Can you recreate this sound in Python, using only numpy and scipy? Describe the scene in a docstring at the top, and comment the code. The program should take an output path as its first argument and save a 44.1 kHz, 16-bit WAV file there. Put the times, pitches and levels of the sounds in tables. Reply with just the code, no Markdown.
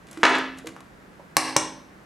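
"""A small, hard-walled kitchen, two microphones close to a large steel pot of mince and crumbs.
Shell ticks and rubs in the fingers as filtered noise bursts and grains, over a steady noise of the room.
Something is put down against the pot with a dull, bouncing clunk: noise bursts and worktop modes.
Then an egg is knocked twice on the rim: damped modes for egg and pot, noise for crunch and crack.
The steel rings briefly, the room answers, and the recorder's limiter ducks after the hardest blows."""
import sys
import numpy as np
from scipy import signal
from scipy.fft import rfft, irfft
from scipy.io import wavfile
from scipy.ndimage import uniform_filter1d, minimum_filter1d

SR = 44100
rng = np.random.default_rng(int(sys.argv[2]) if len(sys.argv) > 2 else 0)


def dump(signal):
    """Clip the signal to [-1, 1] and save it as 16-bit WAV at the path in sys.argv[1]."""
    limited = np.clip(np.atleast_2d(signal).T, -1, 1)
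    pcm = np.round(limited * 32767).astype(np.int16)
    wavfile.write(sys.argv[1], SR, pcm)


N = 90404
TIME = np.arange(N) / SR  # seconds
SIZE = 2 ** 18  # samples in a filter transform
HZ = np.maximum(np.arange(SIZE // 2 + 1) * SR / SIZE, 1)

# All levels are relative, ahead of any colouring or cut.
# Steady kitchen noise. Each row: frequency in Hz, level in dB.
HUSH_COLOUR = [(15, -23), (30, -10), (50, -3.5), (110, -7), (180, 3), (230, -3), (400, -6.5), (600, -10),
               (900, -12.5), (1700, -13.5), (3200, -25.5), (7000, -31.5), (13000, -37), (16000, -47)]
HUSH_DB = -50.5  # of the mid signal
# Difference between the microphones in that noise. Each row: frequency in Hz, side level in dB.
HUSH_SIDE_COLOUR = [(60, -11.5), (180, -10.5), (550, -3), (1650, 1), (4970, -5.5), (15000, -1.5)]

# Snaps of handled shell. Each row: start in seconds, level in dB, lower edge in Hz.
SHELL_TICKS = [(0.070, -11.5, 3000), (0.1130, 2, 7100), (0.13, -3, 4500), (0.175, -6, 2000),
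               (0.187, -16, 4000), (0.22, -18, 2500), (0.2935, 9, 6000), (0.3535, -2, 2460),
               (0.385, 4, 5000), (0.576, -14, 5940), (0.586, -0.5, 5000), (0.596, -24, 6000),
               (0.659, -9, 3020), (0.6714, 6, 1856), (0.764, -12.5, 2460), (0.8054, -7.5, 2980)]
# Colour of ticks and rubbing. Each row: frequency in Hz, level in dB.
TICK_COLOUR = [(500, -4.5), (2200, -6.5), (4500, -15.5), (8000, -16.5), (12000, -23), (16000, -62)]
TICK_BURST_S, TICK_EARLY_DB, TICK_ROOM_DB = 0.012, -5, -9.5
# Shell rubbing in the fingers. Each row: start in seconds, length in seconds, level in dB.
SHELL_RUSTLES = [(0.077, 0.033, -27.5), (0.111, 0.115, -22.5), (0.568, 0.039, -24.5), (0.667, 0.025, -13.5)]
GRAINS_PER_S, GRAIN_SPREAD_DB = 700, 4.5  # mean rate, standard deviation of level

# Soft bumps of hands and egg. Each row: start in seconds, level in dB, pitch in Hz, T60 in seconds.
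SOFT_BUMPS = [(0.1732, -29, 322.4, 0.1), (0.1733, -22.5, 1280, 0.0032), (0.194, -33.5, 326, 0.27),
              (0.6459, -28, 471, 0.027), (0.661, -36.5, 485, .12), (0.661, -38, 323.3, 0.26),
              (0.7646, -21, 1180, 0.0031), (0.8072, -35, 1070, 0.0093), (1.196, -35.5, 586, 0.034),
              (1.199, -40.5, 960, 0.037)]
BUMP_ROOM_DB = -4

# The clunk and its bounces. Each row: start in seconds, level in dB.
CLUNK_BLOWS = [(0.232, -2.5), (0.2365, -1), (0.2511, -2), (0.2541, -2.5), (0.2666, -12), (0.3531, -16.5)]
# Colour of a clunk. Each row: frequency in Hz, level in dB.
CLUNK_COLOUR = [(40, -14), (150, 16), (250, 13), (380, 26), (600, 25.5), (950, 26.5), (1500, 33.5),
                (2300, 27.5), (3600, 19.5), (5000, 14), (8000, 4.5), (11000, -7), (15000, -45)]
CLUNK_RATTLE_S, CLUNK_RATTLE_DB, CLUNK_ROOM_DB = 0.025, -1.5, -3
# The worktop gives under the first blow. Each row: frequency in Hz, level in dB, T60 in seconds.
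WORKTOP_RESONANCES = [(393, -6, 0.039), (682, -6, 0.031)]
# The steel pot. Each row: frequency in Hz, level in dB when bumped,
# level in dB when struck on the rim, T60 in seconds.
POT_RESONANCES = [(263.3, -21.5, -26.5, 0.98), (315.2, -20, -20, 0.55), (377.6, -15.5, -31.5, 0.4),
                  (830, -21, -67, 0.5), (950, -12, -32.5, 0.39), (1016, -15, -37.5, 0.43),
                  (1072, -30, -42, 0.438), (1248, -14.5, -43, 0.46), (1325, -23, -54, 0.52),
                  (1443, -13.5, -51.5, 0.29), (1630, -28, -56, .45), (1750, -28, -55, 0.23),
                  (1722, -22, -38.5, 0.36), (1774, -23.5, -38, 0.15), (1902, -22, -27, .45),
                  (2245, -16.5, -24.5, 0.42), (2820, -40, -25, .4), (3450, -22, -32.5, .45),
                  (4006, -24, -52, 0.42), (5310, -53, -32.5, 0.51), (6380, -28.5, -39.5, 0.34),
                  (7450, -75, -22.5, 0.13), (8270, -41, -24, .38)]

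# Egg on the rim. Each row: start in seconds, knock level in dB, knock pitch in Hz, thud level in dB,
# pot ring level in dB, crunch level in dB, crack lag in seconds, crack level in dB,
# crack burst setting in seconds, top edge of crunch and crack in Hz.
EGG_KNOCKS = [(1.3678, -5, 1129, -2.5, -4, 7, 0.00017, 5.5, 0.0072, 15100),
              (1.5640, -11, 1038, -3.5, -10, -17.5, 0.00158, 2, 0.0066, 9700)]
# Knock of the whole egg. Each row: multiple of the knock pitch, level in dB, T60 in seconds.
EGG_RESONANCES = [(.54, -20, .018), (1.001, 1.5, 0.023), (1.379, 8, 0.003), (2.4, 2.5, 0.0043)]
# The filled pot takes the push. Each row: frequency in Hz, level in dB, T60 in seconds.
THUD_RESONANCES = [(154, -18, 0.053), (320, -46, .06), (594, -13, 0.054)]
KNOCK_HIGHPASS_HZ, KNOCK_ROOM_DB = 457, -5
KNOCK_SOFT_HZ = 2280  # the shell gives, which rounds off the knock
# Colour of the shell caving in. 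Each row: frequency in Hz, level in dB.
CRUNCH_COLOUR = [(40, 19), (120, 1), (500, 11), (1000, 18.5), (1600, 23.5), (2300, 14), (3000, 11.5),
                 (4200, 17), (8000, -1)]
# Colour of breaking shell. Each row: frequency in Hz, level in dB.
CRACK_COLOUR = [(40, -31), (500, 14), (2000, 10.5), (3000, 9.5), (3700, 15), (4400, 6.5), (5100, 9.5),
                (5600, 21), (6300, 20), (6900, 13.5), (7500, 16.5), (9300, 15.5), (10200, 11), (13000, 10),
                (16000, 2)]
CRACK_EARLY_DB, CRACK_ROOM_DB = -8.5, -7.5

# Reverberation of the kitchen. Each row: band centre in Hz, T60 in seconds.
ROOM_DECAY = [(150, 0.55), (400, 0.52), (1500, 0.48), (3500, 0.53), (7000, 0.36), (13000, 0.31)]
# Difference between the microphones in diffuse sound. Each row: frequency in Hz, side level in dB.
ROOM_SIDE_COLOUR = [(100, -22.5), (400, -17.5), (1500, -14.5), (6000, -13.5), (12000, -4)]
EARLY_BURST_S, ROOM_DELAY_S, WALL_CUT_HZ = 0.024, .005, 11500

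# Mismatch of the microphones. Each row: frequency in Hz, left minus right in dB.
MIC_LEVELS = [(60, -1.5), (150, -0.9), (280, -3), (700, -0.8), (2000, 0.3), (6000, .5), (12000, -1)]
# Phase between the microphones. Each row: frequency in Hz, lead of the left in radians.
MIC_LEAD = [(100, .12), (1000, .1), (4000, -.2), (9000, -.3), (11000, -.6), (12500, -1.3), (16000, -1.6)]
LIMIT_DB, LIMIT_WINDOW_S, LIMIT_HOLD_S, LIMIT_RELEASE_DB_PER_S = -6.5, 0.0029, 0.058, 104
CEILING, CUTOFF_HZ = .97, 16300  # full scale is 1


def from_db(db):
    """Decibels to gain."""
    return 10 ** (np.asarray(db) / 20)


def at_hz(points, hz):
    """Read a table on a log-frequency axis."""
    f, value = np.transpose(points)
    return np.interp(np.log(hz), np.log(f), value)


def colour(x, spectrum):
    """Causal (minimum-phase) filter with the given spectrum."""
    cepstrum = irfft(np.log(from_db(at_hz(spectrum, HZ))))[:SIZE // 2]
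    cepstrum[1:] *= 2  # fold the negative-time half forward
    response = np.exp(rfft(cepstrum, SIZE))
    return irfft(rfft(x, SIZE) * response)[..., :N]


def cut(x, hz, kind):
    """Second-order high- or low-pass."""
    sections = signal.butter(2, min(hz, SR / 2 - 1), kind, fs=SR, output="sos")
    return signal.sosfilt(sections, x + 1e-18)


def fade(t60):
    """Exponential decay from 1, falling 60 dB in t60 seconds."""
    return np.exp(-np.minimum(np.log(1000) * TIME / t60, 100))


def place(x, s):
    """Start a sound at time s."""
    return np.concatenate([np.zeros(max(int(s * SR), 0)), x])[:N]


def ring(hz, t60):
    """One struck mode: a sine under a decay from 1."""
    return np.sin(2 * np.pi * hz * TIME) * fade(t60)


def burst(seconds):
    """A dying spray of tiny contacts: noise flattened in spectrum, faded again, energy 1."""
    x = rng.standard_normal(N) * fade(seconds)
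    length = min(int(2 * seconds * SR), N)
    spectrum = rfft(x[:length])
    flat = irfft(spectrum / np.abs(spectrum), length)
    x = np.pad(flat, (0, N - length)) * fade(2 * seconds)
    return x / np.linalg.norm(x)


def convolve(x, response):
    """Pass a sound through a response."""
    return signal.fftconvolve(x, response)[:N]


def spread(mid, side):
    """Mid and side to left and right."""
    return np.array([mid + side, mid - side])


def near_walls(x, early_db):
    """Add the quick reflections from the pot wall and the worktop, as a short noise burst."""
    reflections = place(burst(EARLY_BURST_S), .002)
    return x + from_db(early_db) * convolve(x, reflections)


def hush():
    """The steady noise of the kitchen: coloured noise with its own stereo width by frequency."""
    mid, side = colour(rng.standard_normal((2, N)), HUSH_COLOUR)
    return from_db(HUSH_DB) * spread(mid, colour(side, HUSH_SIDE_COLOUR)) / mid.std()


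def shell_ticks():
    """Small snaps of handled shell, each a short high-passed burst."""
    snaps = 0
    for s, db, low_edge_hz in SHELL_TICKS:
        snap = cut(burst(TICK_BURST_S), low_edge_hz, "high")
        snaps = snaps + from_db(db) * place(snap, s)
    return near_walls(colour(snaps, TICK_COLOUR), TICK_EARLY_DB)


def shell_rustle():
    """Bits of shell rub together in sparse random grains of uneven strength."""
    rubbing = sum(from_db(db) * ((TIME > s) & (TIME < s + length)) for s, length, db in SHELL_RUSTLES)
    contacts = rng.random(N) < GRAINS_PER_S / SR
    polarity = rng.choice([-1, 1], N)
    strength = from_db(GRAIN_SPREAD_DB * rng.standard_normal(N))
    grains = contacts * polarity * strength
    return near_walls(colour(rubbing * grains, TICK_COLOUR), early_db=-2)


def bumps():
    """Soft contacts, each one damped tone with little bass under it."""
    out = 0
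    for s, db, hz, t60 in SOFT_BUMPS:
        tone = cut(ring(hz, t60), .5 * hz, "high")
        out = out + from_db(db) * place(tone, s)
    return out


def clunk():
    """A dull blow that thumps the worktop, and its bounces, each with a short rattle."""
    blows = 0
    for s, db in CLUNK_BLOWS:
        impact = from_db(-4) * burst(0.0063)
        rattle = from_db(CLUNK_RATTLE_DB) * burst(CLUNK_RATTLE_S)
        blows = blows + from_db(db) * place(impact + rattle, s)
    thump = sum(from_db(db) * ring(hz, t60) for hz, db, t60 in WORKTOP_RESONANCES)
    first_s = CLUNK_BLOWS[0][0]
    return colour(blows, CLUNK_COLOUR) + place(cut(thump, hz=258, kind="high"), first_s)


def pot_ring():
    """Steel modes ring on after the first clunk and each blow on the rim, with random polarity."""
    bumped, struck = 0, 0
    for hz, bumped_db, _, t60 in POT_RESONANCES:
        bumped = bumped + from_db(bumped_db) * ring(hz, t60) * rng.choice([-1, 1])
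    for hz, _, struck_db, t60 in POT_RESONANCES:
        struck = struck + from_db(struck_db) * ring(hz, t60) * rng.choice([-1, 1])
    out = place(bumped, CLUNK_BLOWS[0][0])
    for s, _, _, _, ring_db, *_ in EGG_KNOCKS:
        out = out + from_db(ring_db) * place(struck, s)
    return out


def egg():
    """Each blow on the rim: damped modes of the hollow egg and a low thud from the filled pot."""
    out = 0
    for s, knock_db, pitch_hz, thud_db, *_ in EGG_KNOCKS:
        knock = sum(from_db(knock_db + db) * ring(pitch_hz * k, t60) for k, db, t60 in EGG_RESONANCES)
        knock = cut(cut(knock, KNOCK_HIGHPASS_HZ, "high"), KNOCK_SOFT_HZ, "low")
        thud = sum(from_db(thud_db + db) * ring(hz, t60) for hz, db, t60 in THUD_RESONANCES)
        out = out + place(knock + cut(thud, hz=118, kind="high"), s)
    return near_walls(out, early_db=-18.5)


def shell_cracks():
    """The shell caves in with a crunch, then splits with a bright crack: two coloured bursts."""
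    crunches, cracks = 0, 0
    for s, *_, crunch_db, lag, crack_db, crack_burst_s, top_hz in EGG_KNOCKS:
        crunch = cut(burst(0.0034), top_hz, "low")
        crack = cut(cut(burst(crack_burst_s), top_hz, "low"), top_hz, "low")
        crunches = crunches + from_db(crunch_db) * place(crunch, s)
        cracks = cracks + from_db(crack_db) * place(crack, s + lag)
    broken = colour(crunches, CRUNCH_COLOUR) + colour(cracks, CRACK_COLOUR)
    return near_walls(broken, CRACK_EARLY_DB)


def room_tail():
    """Diffuse response of the kitchen: noise in overlapping bands, dying fastest in the top treble."""
    white, tail = rfft(rng.standard_normal(N)), 0
    hz = np.maximum(np.arange(len(white)) * SR / N, 1)
    centres = [f for f, _ in ROOM_DECAY]
    for share, (_, t60) in zip(np.eye(len(centres)), ROOM_DECAY):
        band = np.interp(np.log(hz), np.log(centres), share)
        tail = tail + irfft(white * band, N) * fade(t60)
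    return place(tail / np.linalg.norm(tail), ROOM_DELAY_S)


def kitchen(x):
    """Stereo reverberation, dulled by the walls and nearly alike at the two close microphones."""
    x = signal.sosfilt(signal.butter(10, WALL_CUT_HZ, fs=SR, output="sos"), x)
    mid = convolve(x, room_tail())
    side = colour(convolve(x, room_tail()), ROOM_SIDE_COLOUR)
    return spread(mid, side)


def scene():
    """Contacts with their shares of room, plus the pot ring and the hush without added room."""
    sources = [
        (clunk(), CLUNK_ROOM_DB),
        (egg(), KNOCK_ROOM_DB),
        (shell_cracks(), CRACK_ROOM_DB),
        (shell_ticks() + shell_rustle(), TICK_ROOM_DB),
        (bumps(), BUMP_ROOM_DB),
    ]
    direct = sum(x for x, _ in sources) + pot_ring()
    to_room = sum(from_db(room_db) * x for x, room_db in sources)
    return direct + kitchen(to_room) + hush()


def limiter(x):
    """The gain drops at once on a loud blow, holds, then climbs back at a steady rate in dB."""
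    window = int(LIMIT_WINDOW_S * SR)
    power = uniform_filter1d(np.mean(x ** 2, axis=0), window)
    over_db = np.maximum(10 * np.log10(np.maximum(power, 1e-12)) - LIMIT_DB, 0)
    half = int(LIMIT_HOLD_S * SR / 2)
    held = -minimum_filter1d(-over_db, 2 * half + 1, origin=half)  # highest over the hold time
    climb = LIMIT_RELEASE_DB_PER_S * TIME
    reduction_db = np.maximum.accumulate(held + climb) - climb
    return x * from_db(-uniform_filter1d(reduction_db, window))


def record(dry):
    """Two slightly unlike microphones, a limiter, rounded peaks and the top cut."""
    # half of the mismatch goes to each side
    unlike = np.sqrt(from_db(at_hz(MIC_LEVELS, HZ))) * np.exp(.5j * at_hz(MIC_LEAD, HZ))
    heard = irfft(rfft(dry, SIZE) * np.array([unlike, 1 / unlike]))[:, :N]
    rounded = CEILING * np.tanh(limiter(heard) / CEILING)
    top_cut = signal.ellip(10, .1, 80, CUTOFF_HZ, fs=SR, output="sos")
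    return signal.sosfilt(top_cut, rounded)


dry = scene()
out = record(dry)
dump(out)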